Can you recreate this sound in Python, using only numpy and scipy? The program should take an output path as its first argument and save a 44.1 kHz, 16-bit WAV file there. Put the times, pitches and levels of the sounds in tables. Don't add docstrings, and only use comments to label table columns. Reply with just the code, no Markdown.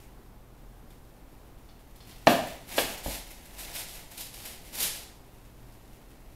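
import sys
import numpy as np
from scipy import signal
from scipy.fft import rfft, irfft
from scipy.io import wavfile
from scipy.ndimage import uniform_filter1d

SR = 44100
rng = np.random.default_rng(int(sys.argv[2]) if len(sys.argv) > 2 else 0)


def bounce(signal):
    frames = np.transpose(np.atleast_2d(signal))
    limited = np.clip(frames, -1, 1)
    pcm = np.round(limited * 32767).astype(np.int16)
    wavfile.write(sys.argv[1], SR, pcm)


N = 280234
T = np.arange(N) / SR
RING_T = T[:SR]


# start_s, strength_db, brightness_hz, bass_cut_hz, ring_trim_db, thud_trim_db
PAN_HITS = [(2.2709, -2, 6460, 270, -0.5, -28), (2.2731, -5.5, 7400, 300, -16, -32),
            (2.2739, -1.5, 1020, 263, -17, -27), (2.2940, -12, 1200, 257, -7, -20),
            (2.7800, -13, 3200, 710, -20, -22), (2.7831, -11, 6000, 297, -9.5, -20),
            (2.7868, -9.5, 4440, 950, -16, -22), (2.798, -17.5, 4000, 805, -19, -27),
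            (3.0612, -19.5, 1100, 100, -14, 18), (3.081, -22.5, 503, 100, -14, 8)]
# pitch_hz, relative_db, t60_s
PAN_RING = [(193, -7.5, 0.61), (278.5, -12, 0.53), (326.6, 9.5, 0.31), (402, 2, 0.18), (538, -8, 0.5),
            (563, -11, 0.35), (575, -14, 0.18), (686, 14.5, 0.11), (787, 4, .48), (800, 17, 0.13),
            (843, 6, 0.12), (920, -6, 0.36), (1036, -3, .3), (1118, -4, 0.26), (1183, 6, 0.2),
            (1380, -6, 0.52), (1495, -1, 0.42), (1668, -9, 0.31), (1785, -1, 0.63), (2580, -10, .25),
            (2740, -9, 0.26), (2900, -9, 0.28), (3430, -13, 0.27)]
# pitch_hz, relative_db, t60_s
GLASS_CLACK = [(161, -41, 0.17), (286, 2.5, 0.026), (574, -10, 0.09), (682, 7, 0.022), (890, 2.5, 0.01),
               (1223, -3.5, 0.014), (1694, 3, 0.013), (2410, 3, 0.006), (2836, 2, 0.0082),
               (3270, 4.5, 0.0058), (4110, -4, 0.0096), (4870, -37, 0.022)]
# pitch_hz, relative_db, t60_s
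STOVE_THUD = [(48, -2.5, 0.52), (72, -2, 0.18), (116.5, -12.5, 0.21)]

def pan_knocks(clank_db, ring_db, thud_db, rattle_db, rattle_t60_s):
    glass = undb(clank_db) * ring(GLASS_CLACK)
    metal = undb(ring_db) * ring(PAN_RING)
    thud = undb(thud_db) * ring(STOVE_THUD)
    out = np.zeros(N)
    for start_s, strength_db, brightness_hz, bass_cut_hz, ring_trim_db, thud_trim_db in PAN_HITS:
        clank = signal.lfilter(*signal.butter(2, bass_cut_hz, "high", fs=SR), glass)
        chatter = undb(rattle_db) * unit_energy(rng.standard_normal(SR) * decay(rattle_t60_s))
        room = kitchen_reverb(wet_db=-6.5, predelay_s=0.0042, build_s=0.0068)
        blow = convolve(clank + convolve(clank, chatter), room) + undb(ring_trim_db) * metal
        blow = signal.lfilter(*signal.butter(2, brightness_hz, fs=SR), blow)
        add(out, start_s, undb(strength_db) * (blow + undb(thud_trim_db) * thud))
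    return out


# start_s, level_db
RIM_GRAZES = [(1.688, -59.5), (2.004, -54), (2.110, -52.5)]
# pitch_hz, relative_db, t60_s
RIM_RING = [(3150, -12, 0.0043), (3600, 0.5, 0.0038), (4340, 1.5, .005), (5070, -6.5, .006)]

def rim_scrapes(slip_t60_s):
    pressure = np.zeros(N)
    for start_s, level_db in RIM_GRAZES:
        add(pressure, start_s, undb(level_db) * decay(slip_t60_s))
    slips = pressure * clicks(per_s=3700, spread_db=1)
    zing = convolve(slips, ring(RIM_RING))
    return convolve(zing, kitchen_reverb(wet_db=-2, predelay_s=0.0036, build_s=0.0056))


# freq_hz, relative_db
CRINKLE_EQ = [(200, -25), (1000, -15.5), (2000, -8.5), (2800, -4), (3900, -3.5), (5000, -3), (6200, -6),
              (8500, -4.5), (11000, -1), (12800, -1), (14300, -6.5), (15700, -26)]
# freq_hz, relative_db
FLEX_EQ = [(120, 3), (400, 2), (780, 7.5), (1200, -5.5), (2000, 4), (2800, 1.5), (5000, -4.5), (9000, -6)]

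def foil_crinkle(crinkle_db, flex_db, peak_snaps_per_s, flurry_db, patches=6):
    flurries = undb(flurry_db * drift(rate_hz=77))
    pull, flexing = flurries * foil_handling()
    per_s = peak_snaps_per_s * np.sqrt(pull / pull.max())
    snaps = pull * clicks(per_s, spread_db=-1.5)
    flaps = flexing * clicks(per_s, spread_db=3.5)
    snap_tone = undb(crinkle_db) * eq_response(CRINKLE_EQ)
    flap_tone = undb(flex_db) * eq_response(FLEX_EQ)
    patch_of = rng.integers(0, patches, N)
    out = np.zeros(N)
    for patch in range(patches):
        here = patch_of == patch
        rustle = convolve(snaps * here, snap_tone) + convolve(flaps * here, flap_tone)
        out += convolve(rustle, kitchen_reverb(wet_db=0, predelay_s=0.00034, build_s=0.00033))
    return out


# time_s, level_db
FOIL_STIR = [(0, -58.5), (.1, -77), (1.4, -72.5), (1.8, -69.5), (3.38, -60), (4.6, -63.5), (5.2, -70),
             (5.95, -67), (6.35, -69)]
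# start_s, rise_s, hold_s, level_db, flex_trim_db
FOIL_TUGS = [(1.996, 0.14, 0.15, -67, 7), (2.262, 0.014, 0.055, -37, 6), (2.418, 0.02, 0.09, -59.5, 16.5),
             (2.665, 0.041, 0.038, -44, 5.5), (2.746, 0.028, 0.037, -31.5, 0.5),
             (2.884, 0.01, 0.012, -46, 10), (3.027, 0.028, 0.072, -38.5, -2), (3.5, 0.049, .05, -59.5, 6),
             (3.579, 0.0092, 0.018, -40, -2), (3.636, .02, 0.088, -53.5, 8.5),
             (3.726, 0.04, 0.044, -38, -6), (3.869, .02, .07, -49, -2), (4.102, 0.013, 0.079, -55, 3),
             (4.169, 0.011, 0.033, -39.5, -16), (4.325, 0.034, .17, -49, -1.5),
             (4.6, 0.057, 0.057, -55, 0.5), (4.725, 0.055, 0.011, -36.5, -1),
             (4.782, .025, 0.047, -28.5, -10), (4.926, 0.016, 0.063, -49.5, -1)]
# start_s, level_db
FOIL_FOLDS = [(0.901, -52.5), (1.954, -51), (2.091, -51), (2.551, -49), (2.974, -33), (3.147, -34.5),
              (3.306, -44.5), (3.452, -50), (3.99, -39.5), (4.113, -48.5), (4.338, -43.5), (4.450, -37),
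              (5.719, -55.5)]

def foil_handling(stir_flex_db=6, settle_t60_s=0.21, fold_t60_s=0.071, fold_rise_s=0.0064):
    pull = undb(np.interp(T, *np.transpose(FOIL_STIR)))
    flexing = pull * undb(stir_flex_db)
    for start_s, rise_s, hold_s, level_db, flex_trim_db in FOIL_TUGS:
        since_release_s = np.maximum(RING_T - rise_s - hold_s, 0)
        tug = undb(level_db) * attack(rise_s) * decay(settle_t60_s, since_release_s)
        add(pull, start_s, tug)
        add(flexing, start_s, undb(flex_trim_db) * tug)
    for start_s, level_db in FOIL_FOLDS:
        fold = undb(level_db) * attack(fold_rise_s) * decay(fold_t60_s)
        add(pull, start_s, fold)
        add(flexing, start_s, fold)
    return np.array([pull, flexing])


# freq_hz, t60_s
KITCHEN_DECAY = [(100, 0.75), (300, 0.46), (800, 0.57), (2500, 0.5), (6000, 0.59), (14000, 0.24)]

def kitchen_reverb(wet_db, predelay_s, build_s, bands=8):
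    freq_hz = np.fft.rfftfreq(SR, 1 / SR)
    noise_spectrum = rfft(rng.standard_normal(SR))
    centres_hz = np.geomspace(100, 15000, bands)
    tail = np.zeros(SR)
    for centre_hz, solo in zip(centres_hz, np.eye(bands)):
        band_gain = at_hz(np.c_[centres_hz, solo], freq_hz)
        tail += irfft(noise_spectrum * band_gain, SR) * decay(at_hz(KITCHEN_DECAY, centre_hz))
    response = undb(wet_db) * unit_energy(tail * attack(build_s, RING_T - predelay_s))
    response[0] += 1
    return response


# freq_hz, relative_db
ROOM_TONE_EQ = [(20, -2), (40, 0), (60, -4), (90, -11), (160, -12), (280, -13), (500, -19), (800, -20),
                (1300, -27), (2500, -34.5), (6000, -41), (12400, -40), (13200, -34.5), (15500, -43)]

def room_tone(level_db, waver_db):
    air = convolve(rng.standard_normal(N), eq_response(ROOM_TONE_EQ))
    return air * undb(level_db + waver_db * drift(rate_hz=7.4))


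# pitch_hz, level_db
HUM_TONES = [(39, -60), (119, -64)]

def appliance_hum(waver_db, wobble_rad):
    out = np.zeros(N)
    for pitch_hz, level_db in HUM_TONES:
        amplitude = np.sqrt(2) * undb(level_db + waver_db * drift(rate_hz=1.7))
        out += amplitude * np.sin(2 * np.pi * pitch_hz * T + wobble_rad * drift(rate_hz=6.4))
    return out


def ring(modes):
    partials = (undb(db) * np.sin(2 * np.pi * hz * RING_T) * decay(t60_s) for hz, db, t60_s in modes)
    return unit_energy(sum(partials))


def clicks(per_s, spread_db):
    chance = np.clip(per_s / SR, 0, 1)
    size = undb(spread_db * np.clip(rng.standard_normal(N), -2, 2))
    impulses = (rng.random(N) < chance) * rng.choice([-1, 1], N)
    return impulses * size / np.sqrt(chance * np.mean(size ** 2))


def drift(rate_hz):
    step = int(SR / rate_hz)
    held = np.repeat(rng.standard_normal(N // step + 1), step)
    glide = uniform_filter1d(held, step)[:N]
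    return glide / glide.std()


def eq_response(curve, size=4096):
    gain = undb(at_hz(curve, np.fft.rfftfreq(size, 1 / SR)))
    cepstrum = irfft(np.log(gain))
    cepstrum[1:size // 2] *= 2
    cepstrum[size // 2 + 1:] = 0
    return unit_energy(irfft(np.exp(rfft(cepstrum))))


def at_hz(curve, freq_hz):
    points_hz, values = np.transpose(curve)
    return np.interp(np.log(np.maximum(freq_hz, 1)), np.log(points_hz), values)


def attack(rise_s, time_s=RING_T):
    return np.clip(time_s / rise_s, 0, 1)


def decay(t60_s, time_s=RING_T):
    return np.exp(-np.log(1000) * time_s / t60_s)


def undb(db):
    return 10 ** (np.asarray(db) / 20)


def unit_energy(response):
    return response / np.sqrt(np.sum(response ** 2))


def convolve(sound, response):
    return signal.fftconvolve(sound, response)[:len(sound)]


def add(track, start_s, sound):
    start = max(int(start_s * SR), 0)
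    track[start:start + len(sound)] += sound[:N - start]


def scene():
    knocks = pan_knocks(clank_db=15.5, ring_db=14, thud_db=-1.5, rattle_db=-1.5, rattle_t60_s=0.035)
    foil = foil_crinkle(crinkle_db=-4.0, flex_db=-7.0, peak_snaps_per_s=5500, flurry_db=2.0)
    scrapes = rim_scrapes(slip_t60_s=0.14)
    air = room_tone(level_db=-51, waver_db=0.41)
    hum = appliance_hum(waver_db=3.0, wobble_rad=1.39)
    return (knocks + foil + scrapes + air + hum)[None]


def record(dry):
    ceiling, top_hz = undb(-0.5), 15650
    rounded = ceiling * np.tanh(dry / ceiling)
    return signal.sosfilt(signal.ellip(10, .2, 70, top_hz, fs=SR, output="sos"), rounded)


dry = scene()
out = record(dry)
bounce(out)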